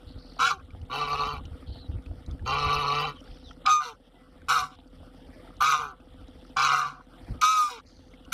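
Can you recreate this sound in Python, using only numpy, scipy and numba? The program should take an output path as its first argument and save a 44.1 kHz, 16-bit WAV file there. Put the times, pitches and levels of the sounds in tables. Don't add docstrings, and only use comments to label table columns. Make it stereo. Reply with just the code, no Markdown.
import sys
import numpy as np
from scipy import signal
from scipy.fft import rfft, irfft, next_fast_len
from scipy.io import wavfile
from scipy.ndimage import uniform_filter1d
from numba import njit

SR = 44100
rng = np.random.default_rng(int(sys.argv[2]) if len(sys.argv) > 2 else 0)


def wav_record(signal):
    frames = np.transpose(np.atleast_2d(signal))
    bounded = np.clip(frames, -1, 1)
    quanta = np.round(bounded * 32767).astype(np.int16)
    wavfile.write(sys.argv[1], SR, quanta)


N = 367353

# centre in Hz before neck motion,
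# width in Hz, relative dB.
WINDPIPE_MODES = [
    [(762, 8.8, 9), (1030, 490, -0.5), (1189, 350, -0.5), (1311, 71, 5), (1596, 160, 0.5)],
    [(802.9, 35, 7), (1009, 106, -7.5), (1168, 38, -3), (1311.3, 150, 6), (1335, 182, 4)],
]
BEAK_MODES = [
    [(2090, 190, 0), (2276, 95, 4.5), (2495, 15, 8.5), (2945, 160, 2), (3337, 31, 2), (3800, 49, 2),
     (4333, 200, -2.5), (4840, 100, 0), (5530, 55, -9), (6310, 330, -2.5)],
    [(1820, 79, 0), (2330, 163, -3), (2657, 41, 3), (2957, 40, 2.5), (3400, 127, -15), (3824, 67, -3.5),
     (4320, 146, -2.5), (4680, 100, -6.5), (5220, 380, -19), (6280, 190, -16.5)],
]
# centre in Hz, width in Hz, relative dB.
LOW_PIPE_MODES = [(479.6, 26, 0), (479, 80, 0)]
# centre in Hz, width in Hz, relative dB.
HISS_MODES = [(5440, 2900, 1), (9050, 2700, -28.5), (9930, 680, 19.5), (14500, 11000, 10.5)]
# multiple of the whistle, relative dB.
WHISTLE_OVERTONES = [(2, 8), (3, 4), (4, 0), (5, 6.5), (6, -4), (7, -45)]
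# centre in Hz, width in Hz.
VOICE_GAPS = [
    [(1850, 26), (3100, 320), (4620, 29)],
    [(1760, 35), (3510, 55), (5900, 66)],
]
# time in seconds, pitch in Hz before jitter.
LONG_BUZZ_HZ = [
    [(0.9, 123.2), (0.954, 140.2), (0.99, 147.1), (1.078, 144.8), (1.276, 144.6), (1.292, 148.6),
     (1.316, 144.5), (1.35, 145.5), (1.368, 142.4), (1.388, 144.2), (1.4, 144)],
    [(2.46, 129.7), (2.496, 131.6), (2.528, 141), (2.592, 144.3), (2.798, 145.9), (2.828, 142.9),
     (3.014, 145.3), (3.048, 159.2), (3.07, 150.6), (3.11, 143), (3.14, 140.7)],
]
LOCKED_MULTIPLE = 8
MOUTH_WIDTH_HZ = 283
NECK_SAG, NECK_WANDER = 0.028, 0.02
SHUT_STEADIES = 0.35
PULSE_SLIP_S = 6e-5
RASP_DB, RASP_PER_S = 4.5, 130
FLICKER_DB = 4
PORT_GAIN_DB = 2.5


def goose(jitter, shimmer_db, breath, chop, wobble, scatter, restless_db):
    (level_db, whistle_hz, buzz_hz, share, low_db, bright_db, hiss_db, chest_db, top_db,
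     bend, shut, pan_db, along) = in_time(np.vstack(honk_controls()))
    share, shut = np.clip(share, 0, 1), (shut > .5).astype(int)
    buzz_hz = np.where(shut, in_time(np.vstack(LONG_BUZZ_HZ))[0], buzz_hz)
    neck = 1 + NECK_SAG * (1 - shut) * (.5 - along) + NECK_WANDER * drift(4.65)

    steadied = 1 - SHUT_STEADIES * shut
    buzzing_hz = buzz_hz * (1 + jitter * steadied * drift(60))
    turns = np.cumsum(buzzing_hz) / SR
    slip = PULSE_SLIP_S * buzzing_hz * rng.standard_normal(4000)[(turns + .5).astype(int)]
    cycle = np.maximum.accumulate(turns + slip).astype(int)
    shimmer = amp(shimmer_db * rng.standard_normal(4000)[cycle])
    pulses = rms_one(np.diff(cycle, prepend=0) * shimmer)
    swing = np.cos(2 * np.pi * turns)
    air = rms_one((1 + 0.021 * swing) * rng.standard_normal(N))
    buzz = pulses + breath * steadied * air

    free_hz = whistle_hz * (1 + wobble * (1.05 - share) * drift(97.8))
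    wavering_hz = np.where(shut, LOCKED_MULTIPLE * buzzing_hz, free_hz)
    chopped = 1 + chop * (1.12 - share) * swing
    whistle = chopped * partials(wavering_hz * (1 - 0.18 * bend * swing), [(0.99, 0)])
    upper = (1 + 0.38 * swing) * partials(wavering_hz * (1 - bend * swing), WHISTLE_OVERTONES)

    pipe_neck = 1 + 0.51 * (neck - 1)
    pipe = np.choose(shut, [resonate(buzz, m, restless_db, pipe_neck) for m in WINDPIPE_MODES])
    pipe = moving_resonance(pipe, whistle_hz, MOUTH_WIDTH_HZ, SR)
    beak = np.choose(shut, [resonate(buzz, m, RASP_DB, neck, RASP_PER_S) for m in BEAK_MODES])
    hiss = resonate(0.36 * pulses + air, HISS_MODES[:1])
    top = resonate(0.3 * pulses + air, HISS_MODES[1:])
    low = np.choose(shut, [resonate(resonate(buzz, [m]), [m]) for m in LOW_PIPE_MODES])

    layers = (whistle, upper, pipe, beak, hiss, top, low)
    whistle, upper, pipe, beak, hiss, top, low = (even(x, 0.021) for x in layers)
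    voice = np.sqrt(share) * whistle + np.sqrt(1 - share) * pipe
    voice += amp(low_db - PORT_GAIN_DB) * low
    voice += amp(hiss_db + FLICKER_DB * drift(4.0)) * hiss
    upper_part = share ** 2 * amp(2.2 * drift(20)) * upper
    voice += amp(bright_db) * (upper_part + np.sqrt(1 - .93 * share ** 2) * beak)
    voice += amp(top_db + FLICKER_DB * drift(23)) * top
    voice = np.choose(shut, [notched(voice, gaps) for gaps in VOICE_GAPS])

    chest = np.sqrt(2) * partials(np.minimum(buzz_hz, 155), [(0.99, 0.0018)])
    calling = sounding(honk_controls(), 0.0077)
    heard = to_ports(calling * amp(level_db) * voice + low_voice(), scatter)
    return heard * amp([pan_db / 2, -pan_db / 2]) + calling * amp(chest_db) * chest


# start in seconds, hold in seconds, tail in seconds, dB added to the effort level,
# fall of the voice under the chest tone in dB before CHEST_FOLLOWS,
# whistle in Hz at start, top and end of hold before wobble and a 0.99 trim,
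# share of the hold where the whistle tops, buzz in Hz (long honks use LONG_BUZZ_HZ),
# whistle share 0-1 once settled, low windpipe mode in dB re level, hiss in dB re treble,
# chest tone in dB re level, drop in seconds, top of the hiss in dB re treble,
# share of buzz pitch lost over the hold, share by which each buzz cycle bends the whistle,
# settling of the rough start in seconds, left minus right in dB.
HONK_ROWS = [ (0.386, 0.13, 0.1, 9, 22, 1200, 1490, 1182, 0.77, 290, 0.527, -25.5, -11.5, -32.5, 0.021, -47.5, .06, 0.056, 0.02, -1),
             (.89, 0.41, 0.098, 0, 6.2, 1150, 1170, 1114, 0.41, 145.7, 0.27, -13, -28, -15.5, 0.031, -24, -0.013, 0.028, 0.035, 0.5),
             (2.451, 0.63, 0.091, 0, 6, 1140, 1165, 1193, 0.53, 147, 0.2, -13, -57, -12.5, 0.026, -28, -0.0015, 0.027, 0.023, 0.5),
             (3.653, 0.1414, 0.16, 12, 8.55, 1240, 1250, 1221, 0.49, 143.7, 1, -41.5, -10.5, -37, 0.033, -64, -0.025, 0.01199, .035, 0),
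             (4.484, 0.12, 0.15, 5.5, 19, 1250, 1335, 1180, .55, 147.6, 0.481, -27, -6.5, -29.5, 0.061, -52, -0.015, 0.07, 0.033, 0),
             (5.603, 0.16, 0.22, 7.5, 11.7, 1190, 1285, 1227, 0.54, 146.4, 0.69, -31, -17, -31, 0.067, -20, 0.0052, 0.067, 0.041, 1.2),
             (6.562, .29, 0.2, 0.5, 15, 1180, 1280, 1191, .55, 146.3, 0.33, -30, -9.5, -27, 0.022, -44, .01, 0.036, .027, 0.5),
             (7.412, 0.26, .13, 6.5, 7.8, 1240, 1295, 1210, 0.41, 241.3, 0.99, -72.5, -3.5, -49, 0.026, -59, 0.15, 0.067, 0.027, -1),
             (8.318, .1, 0.09, 9.5, 11.55, 1430, 1430, 1430, 0.61, 144.5, 0.336, -41, -17, -47.5, .019, -19.5, 0.0055, 0.0423, .027, -1),
             ]
# time in seconds, level in dB before the honk's own dB,
# treble in dB re level before TREBLE_DB.
HONK_EFFORT = [
    [(0.388, -43.5, -10), (0.392, -39, -9), (0.42, -19, -10.5), (0.474, -23.5, -5.5), (0.498, -32, -2),
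     (0.51, -23, -11.5), (0.568, -61, -10), (0.608, -53.5, -29), (0.62, -64, -25)],
    [(0.893, -71, -30), (0.901, -40, -10), (0.935, -33, -4), (1.029, -29, -8), (1.059, -34, -8),
     (1.153, -29.5, -7.5), (1.171, -35.5, -5), (1.205, -28, -8.5), (1.335, -36, -9), (1.383, -46, -7),
     (1.4, -46.5, -26)],
    [(2.455, -61, 10), (2.463, -33, -7), (2.487, -29, -6.5), (2.767, -26.5, -7.5), (2.817, -31, -5.5),
     (2.849, -28, -9), (2.903, -29, -7), (2.915, -28, -5), (3.017, -27, -8), (3.071, -31.5, -7),
     (3.096, -32, -11), (3.106, -36.5, -10), (3.14, -55, -9)],
    [(3.657, -35, -26), (3.663, -38.5, 4), (3.673, -15, -16.5), (3.725, -16.5, -7), (3.799, -26.5, -19.5),
     (3.843, -37.5, -4.5), (3.893, -42.5, -6), (3.96, -61.5, -20)],
    [(4.486, -21, -10), (4.492, -30, -6), (4.508, -15.5, -11), (4.554, -22.5, -8.5), (4.568, -17.5, -13),
     (4.604, -27.5, -4), (4.62, -28.5, -15), (4.64, -29, -15), (4.682, -49, -11), (4.696, -46.5, -20),
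     (4.76, -61, -5)],
    [(5.606, -29, -12.5), (5.62, -21.5, -12), (5.672, -22, -6), (5.702, -18, -12.5), (5.712, -25, -3),
     (5.74, -16.5, -13), (5.78, -32, -9), (5.826, -31.5, -13.5), (5.918, -47.5, -19), (5.94, -53, -47),
     (5.96, -67, -20.5)],
    [(6.563, -17, -20.5), (6.569, -18.5, -10.5), (6.619, -17.5, -6), (6.673, -15.5, -6.5),
     (6.683, -19.5, -9), (6.733, -11, -11.5), (6.847, -22, -16.5), (6.875, -29.5, -9), (6.995, -49, -25),
     (7.009, -41, -30), (7.03, -67.5, -3)],
    [(7.413, -38.5, 18.5), (7.421, -28, -10), (7.435, -8.5, -11.5), (7.627, -16.5, -18),
     (7.697, -31.5, -14), (7.705, -36.5, -5), (7.755, -49.5, 2), (7.805, -43.5, -10), (7.82, -48.5, 0)],
    [(8.319, -38.5, -5), (8.329, -36, 2)],
]
TREBLE_DB = 1
LONG_S = 0.4
ROUGH_START = 0.565
BUZZ_START, BUZZ_RISE_S = 0.1, 0.07
TAIL_SAG_HZ_PER_S, TAIL_SHARE = 300, 0.13
CHEST_FOLLOWS = 0.086


def honk_controls():
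    rows = []
    for honk, effort in zip(HONK_ROWS, HONK_EFFORT):
        (s, hold, tail, db, drop_db, hz0, hz1, hz2, top_at, buzz, share, low_db, hiss_db, chest_db,
         drop_s, top_db, buzz_sag, bend, settle_s, pan_db) = honk
        t = np.linspace(0, hold + tail, num=150)
        when, effort_db, effort_treble_db = np.transpose(effort)
        level_db = db + np.interp(s + t, when, effort_db)
        treble_db = TREBLE_DB + np.interp(s + t, when, effort_treble_db)
        fresh = np.exp(-(t / settle_s) ** 2)
        dropped = np.clip((t - hold) / drop_s, 0, 1)
        whistle_hz = np.interp(t, [0, top_at * hold, hold], [hz0, hz1, hz2])
        whistle_hz = whistle_hz - TAIL_SAG_HZ_PER_S * np.maximum(t - hold, 0)
        climb = BUZZ_START * np.exp(-t / BUZZ_RISE_S)
        buzz_hz = buzz * (1 - climb - buzz_sag * np.minimum(t / hold, 1) ** 2)
        part = share * (1 - ROUGH_START * fresh) - dropped ** 2 * max(share - TAIL_SHARE, 0)
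        chest_level_db = level_db + chest_db + (1 - CHEST_FOLLOWS) * drop_db * dropped
        rows.append(np.transpose([
            s + t, level_db, whistle_hz, buzz_hz, part, low_db + 0 * t, treble_db,
            hiss_db + treble_db, chest_level_db, top_db + treble_db, bend + 0 * t,
            (hold > LONG_S) + 0 * t, pan_db + 0 * t, t / t[-1]]))
    return rows


# start in seconds, length in seconds,
# starting pitch in Hz, swell level in dB before the partials and port gain.
LOW_VOICE_NOTES = [(0.458, 0.038, 783, -40), (0.516, 0.064, 414, -59), (3.845, 0.092, 504, -45),
                   (5.778, 0.174, 495.2, -49.5), (7.705, 0.09, 505, -46)]
# multiple of the pitch, relative dB.
LOW_VOICE_PARTIALS = [(1, 10), (2, 18.5), (3, 4.5), (5, -29), (6, -1.5), (7, -1), (8, 0.5)]
FALL_PER_S = 1.7
SWELL_S, SWELL_DB_PER_S = 0.024, 152.5


def low_voice():
    out, t = np.zeros(N), np.arange(N) / SR
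    for s, length, hz, db in LOW_VOICE_NOTES:
        span = slice(round(s * SR), round((s + length) * SR))
        age = t[span] - s
        shape = signal.windows.tukey(len(age), .2) * amp(db - SWELL_DB_PER_S * np.abs(age - SWELL_S))
        out[span] += shape * partials(hz * (1 - FALL_PER_S * age), LOW_VOICE_PARTIALS)
    return out


# delay in seconds, level in dB re direct sound.
POND_BOUNCE = [(.0021, -48), (.0026, -4.5)]
# frequency in Hz, phase in radians.
LEFT_LEAD = [(100, .05), (400, 0.051), (800, 1.723), (1250, 1.24), (2400, 4.6), (4000, 6.38), (7000, 15.93),
             (10000, 32.6), (16000, 34)]


def to_ports(x, scatter):
    size = next_fast_len(N + SR // 10)
    hz = np.fft.rfftfreq(size, 1 / SR)
    path = np.array([1 + amp(db) * np.exp(-2j * np.pi * hz * s) for s, db in POND_BOUNCE])
    path[1] *= np.exp(-1j * at_hz(LEFT_LEAD, hz))
    left, right = amp(PORT_GAIN_DB) * irfft(rfft(x, size) * path, size)[:, :N]
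    shaken = np.arange(N) + scatter * drift(19)
    return np.array([left, np.interp(shaken, np.arange(N), right)])


# time in seconds, firings so far.
FIRING_COUNT = [(0, .57), (2.63, 36.83), (5.43, 75.98), (8.33, 116.73)]
# centre in Hz, width in Hz, relative dB.
EXHAUST_MODES = [(258.9, 21, 8), (335.5, 26, -13.5), (582, 120, -14)]
# multiple of the firing rate, peak in dB re the putter's rms.
ENGINE_TONES = [(3, 3), (12, -6), (33, -14.5), (36, -5)]
PUTTER_DB = -54.5


def engine():
    turns = in_time(FIRING_COUNT)[0]
    firing = np.diff(turns.astype(int), prepend=0) * amp(1.2 * drift(27))
    puffs = rms_one(firing) + 0.4 * rng.standard_normal(N)
    putter = rms_one(resonate(resonate(puffs, EXHAUST_MODES), [(252, 540, 0)]))
    tones = sum(amp(db) * np.sin(2 * np.pi * k * turns) for k, db in ENGINE_TONES)
    return amp(PUTTER_DB) * (putter + tones) * amp([[-2.5], [2.2]])


# time in seconds, level in dB before pan and lumps.
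WIND_LEVEL = [(0, -60), (0.65, -48.5), (0.75, -38.5), (0.9, -68), (1.25, -44.5), (1.65, -44.5),
              (2.15, -49.5), (2.4, -36.5), (3.0, -54.5), (3.6, -55.5), (4.2, -59.5), (5.5, -52),
              (7.15, -58), (7.3, -45), (7.5, -47.5), (8.33, -59.5)]
# time in seconds, left minus right in dB.
WIND_BALANCE = [(0, -13), (3, -9.5), (4, 6), (8.33, 7.5)]
# frequency in Hz, relative dB per Hz.
WIND_SPECTRUM = [(12, -49.5), (20, -9), (75, 6.5), (161, -15), (264, -16), (393, -26), (491, -31.5),
                 (900, -36.5), (1170, -64.5), (1980, -120)]
# time in seconds, peak level in dB before pan and lumps.
BUFFETS = [(0.08, -37.5), (0.163, -34.5), (0.71, -34.5), (0.84, -31.5), (1.34, -32.5), (1.52, -39.5),
           (1.7, -31.5), (1.901, -38), (1.981, -26.5), (2.29, -35), (2.439, -32.5), (2.67, -34.5),
           (2.92, -37.5), (4.63, -35), (7.311, -35.5), (7.96, -32.5)]
BUFFET_DB_PER_S = 409.5


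def wind(lumpy_db):
    level_db, pan_db = in_time(WIND_LEVEL)[0], in_time(WIND_BALANCE)[0]
    for s, db in BUFFETS:
        level_db = np.maximum(level_db, db - BUFFET_DB_PER_S * np.abs(np.arange(N) / SR - s))
    lumps = amp(lumpy_db * np.array([drift(7.8), drift(10.0)]))
    gusts = rms_one(lumps * colour(rng.standard_normal((2, N)), WIND_SPECTRUM))
    return gusts * amp(level_db + np.array([pan_db, -pan_db]) / 2)


# frequency in Hz, relative dB per Hz.
POND_SPECTRUM = [(60, -63.5), (120, -10.5), (300, -13.5), (700, -15.5), (1000, -23.5), (1330, -20.5),
                 (2300, -30), (3320, -25.5), (5300, -36.5), (6500, -45.5), (9500, -34), (11000, -38.5),
                 (16000, -68.5)]
POND_DB = -57
STEADY_ABOVE_HZ = 5500


def pond(per_s, spread_db, hiss, patchy_db):
    born = rng.random((2, N)) < per_s * amp(5 * drift(6)) / SR
    size_db = spread_db * np.minimum(rng.exponential(1, born.sum()), 5)
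    grains = np.zeros((2, N))
    grains[born] = amp(size_db) * rng.choice([-1, 1], born.sum())
    lapping = colour(rms_one(grains) + hiss * rng.standard_normal((2, N)), POND_SPECTRUM)
    edges = np.geomspace(60, 17000, num=13)
    water = 0
    for band in zip(edges, edges[1:]):
        patches = amp(patchy_db * (band[0] < STEADY_ABOVE_HZ) * drift(13.0))
        water = water + patches * bandpass(lapping, band)
    return amp(POND_DB) * rms_one(water) * amp([[-2.5], [2.2]])


# time in seconds, level in dB before mix and port gains, starting pitch in Hz.
DRIP_ROWS = [(0.073, -77, 690), (0.367, -46, 670), (0.598, -55, 2500), (0.705, -49, 2300),
             (0.815, -52, 2930), (0.749, -49, 726), (1.453, -43, 2950), (1.549, -69, 672),
             (1.627, -52.5, 1210), (1.757, -47, 670), (2.061, -50.5, 2550), (2.113, -47, 674),
             (2.262, -50.5, 3900), (2.311, -49, 3450), (2.394, -52, 1671), (2.42, -63.5, 723.1),
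             (3.205, -58, 5508), (3.24, -61, 5400), (3.275, -54, 1600), (3.51, -45, 1333),
             (4.3, -68.5, 2976), (4.418, -52, 1520), (4.787, -48, 737.7), (4.875, -61, 4523),
             (4.985, -74, 1300), (5.02, -79, 2210), (5.03, -48, 648), (5.14, -74.5, 2687),
             (5.147, -69, 4870), (5.205, -71, 1140), (5.272, -64, 2300), (5.34, -62, 1900),
             (5.46, -72, 4300), (5.475, -51.5, 1310), (5.505, -54, 1203), (5.567, -55.5, 4000),
             (6.003, -56.5, 2586), (6.281, -56, 3807), (6.45, -55, 1292), (7.246, -61, 3304),
             (7.289, -56, 1450), (8.138, -47.5, 2125), (8.25, -48.5, 2832)]
DRIP_T60_S, DRIP_CYCLES = 0.022, 130
DROPLETS_PER_S, DROPLET_DB, DROPLET_SPREAD_DB, DROPLET_CAP_DB = 22, -70, 4, 6


def drips(splash):
    out, t = np.zeros(N + SR), np.arange(SR // 5) / SR
    rows = list(DRIP_ROWS)
    for u, v, w in rng.random((round(DROPLETS_PER_S * N / SR), 3)):
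        extra_db = min(-DROPLET_SPREAD_DB * np.log(v), DROPLET_CAP_DB)
        rows.append((u * N / SR, DROPLET_DB + extra_db, 1200 * 3.5 ** w))
    for s, db, hz in rows:
        spray = rms_one(bandpass(rng.standard_normal(len(t)), [hz, 1.85 * hz]))
        fade = amp(db - 60 * t / min(DRIP_T60_S, DRIP_CYCLES / hz)) * np.minimum(t / 0.0012, 1)
        bubble = np.sin(2 * np.pi * hz * t * (1 + 2.0 * t))
        out[round(s * SR):][:len(t)] += fade * (1.3 * bubble + splash * spray)
    return np.array([1.3 * out[6:N + 6], 4.0 * out[:N]])


# start in seconds, length in seconds, start and end pitch in Hz
# before a 0.98 trim, starting level in dB before port gains, change over the note in dB, trill beats per second,
# trill sweep as a share of pitch either way.
BIRD_NOTES = [ (0.065, 0.16, 4170, 3920, -69, -18.5, 95, 0.077),
              (0.176, 0.29, 4640, 4670, -66.5, -11, 52, 0.053),
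              (1.667, 0.16, 4440, 4240, -71.5, 2.5, 94, 0.048),
              (1.803, 0.075, 4260, 3850, -67.5, -9.5, 128, 0.014),
              (1.66, 0.12, 3380, 3000, -75, 1, 120, 0.034), (3.154, 0.058, 3300, 3030, -68, 0, 45, 0.022),
              (3.237, 0.207, 3250, 3200, -74.5, -4, 70, 0.08),
              (3.236, 0.32, 4850, 5240, -77.5, 0, 150, 0.057),
              (3.255, 0.056, 5200, 4400, -83, -4, 60, 0.012), (3.436, 0.083, 4210, 3020, -72, 3, 60, 0.02),
              (4.15, 0.13, 2050, 2010, -74.5, -11.5, 35, 0.0051),
              (4.699, 0.115, 3260, 3290, -67, -7, 83, 0.073), (6.06, 0.36, 3347, 3260, -77.5, -8, 58, 0.06),
              (6.177, 0.338, 5024, 5040, -105.5, 29, 39, 0.058),
              (7.847, 0.32, 6570, 6250, -71, -18.5, 60, 0.0415),
              (7.85, 0.26, 4750, 4710, -64.5, -16.5, 97, 0.045), ]


def birds(rough):
    out, waver = np.zeros(N), rough * drift(486)
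    frayed = amp(2.5 * drift(70))
    for s, length, hz0, hz1, db, change_db, trill, sweep in BIRD_NOTES:
        at = np.arange(round(s * SR), round((s + length) * SR))
        along = np.linspace(0, 1, len(at))
        beat = trill * length * along % 1
        swell = 1 - np.clip(9 * sweep, 0, 0.6) * np.cos(2 * np.pi * beat)
        pitch_hz = (hz0 + (hz1 - hz0) * along) * (1 + sweep * (1 - 2 * beat + waver[at]))
        tone = rms_one(swell * partials(pitch_hz, [(0.98, 0)]))
        out[at] += signal.windows.tukey(len(at), .15) * amp(db + change_db * along) * tone
    return frayed * np.array([2.0 * out, 8.15 * np.roll(out, shift=22)])


def amp(db):
    return 10 ** (np.asarray(db) / 20)


def rms_one(x):
    return x / np.sqrt(np.mean(np.atleast_2d(x).mean(axis=0) ** 2) + 1e-20)


def in_time(rows):
    s, *columns = np.transpose(rows)
    return [np.interp(np.arange(N) / SR, s, c) for c in columns]


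def sounding(tables, edge_s):
    t = np.arange(N) / SR
    return sum(np.clip(np.minimum(t - rows[0][0], rows[-1][0] + edge_s - t) / edge_s, 0, 1)
               for rows in tables)


def at_hz(points, hz):
    table_hz, values = np.transpose(points)
    return np.interp(np.log(hz + 1e-9), np.log(table_hz), values)


def drift(rate_hz):
    r = np.exp(-2 * np.pi * rate_hz / SR)
    return rms_one(signal.lfilter([1], [1, -2 * r, r * r], rng.standard_normal(N + SR))[SR:])


def partials(pitch_hz, table):
    phase = 2 * np.pi * np.cumsum(pitch_hz) / SR
    return sum(amp(db) * np.sin(k * phase) for k, db in table)


@njit
def moving_resonance(x, hz, width, rate):
    r, out = np.exp(-np.pi * width / rate), np.zeros(len(x))
    for i in range(2, len(x)):
        drive = (1 - r * r) / 2 * (x[i] - x[i - 2])
        out[i] = drive + 2 * r * np.cos(2 * np.pi * hz[i] / rate) * out[i - 1] - r * r * out[i - 2]
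    return out


def resonate(x, modes, restless_db=0, stretch=None, per_s=30):
    out, stretch = 0, np.ones(N) if stretch is None else stretch
    for k, (hz, width, db) in enumerate(modes):
        if restless_db:
            steps_db = restless_db * rng.standard_normal(1500)
            db = db + np.interp(np.arange(N) / SR * per_s, np.arange(1500), steps_db)
        out = out + (-1) ** k * amp(db) * moving_resonance(x, hz * stretch, float(width), SR)
    return out


def bandpass(x, band_hz):
    return signal.sosfilt(signal.butter(2, band_hz, "band", fs=SR, output="sos"), x)


def notched(x, gaps):
    for hz, width in gaps:
        x = signal.lfilter(*signal.iirnotch(hz, hz / width, SR), x)
    return x


def colour(x, spectrum):
    size = next_fast_len(N)
    gain = amp(at_hz(spectrum, np.fft.rfftfreq(size, 1 / SR)))
    return rms_one(irfft(rfft(x, size) * gain, size)[:, :N])


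def even(x, span_s):
    return x / np.sqrt(uniform_filter1d(x ** 2, round(span_s * SR)) + 1e-12)


def scene():
    voice = goose(jitter=.022, shimmer_db=2.2, breath=.52, chop=.95, wobble=.014, scatter=.9,
                  restless_db=2.5)
    water = pond(per_s=900, spread_db=2.0, hiss=0.93, patchy_db=1.8)
    return voice + engine() + wind(lumpy_db=6.0) + water + drips(splash=0.43) + birds(rough=1.6)


LIMIT_DB, SQUEEZE = -19, 0.69
GRIP_S, RECOVER_DB_PER_S = 0.0007, 16.5


def gain_control(x):
    level_db = 10 * np.log10(uniform_filter1d(np.mean(x ** 2, axis=0), size=441) + 1e-12)
    ramp = RECOVER_DB_PER_S * np.arange(N) / SR
    wanted_db = np.clip(SQUEEZE, 0, 1) * np.maximum(level_db - LIMIT_DB, 0)
    cut_db = np.maximum.accumulate(wanted_db + ramp) - ramp
    r = np.exp(-1 / (GRIP_S * SR))
    return x * amp(-signal.lfilter([1 - r], [1, -r], np.maximum(cut_db, 0)))


RIGHT_NOTCH_HZ, RIGHT_NOTCH_WIDTH_HZ, CUTOFF_HZ = 8300, 3200, 16200


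def record(dry):
    right = notched(dry[1], [(RIGHT_NOTCH_HZ, RIGHT_NOTCH_WIDTH_HZ)])
    ports = gain_control(np.array([dry[0], right]))
    ports = .7 * np.tanh(ports / .7)
    return signal.sosfilt(signal.cheby2(14, 60, CUTOFF_HZ, fs=SR, output="sos"), ports)


dry = scene()
out = record(dry)
wav_record(out)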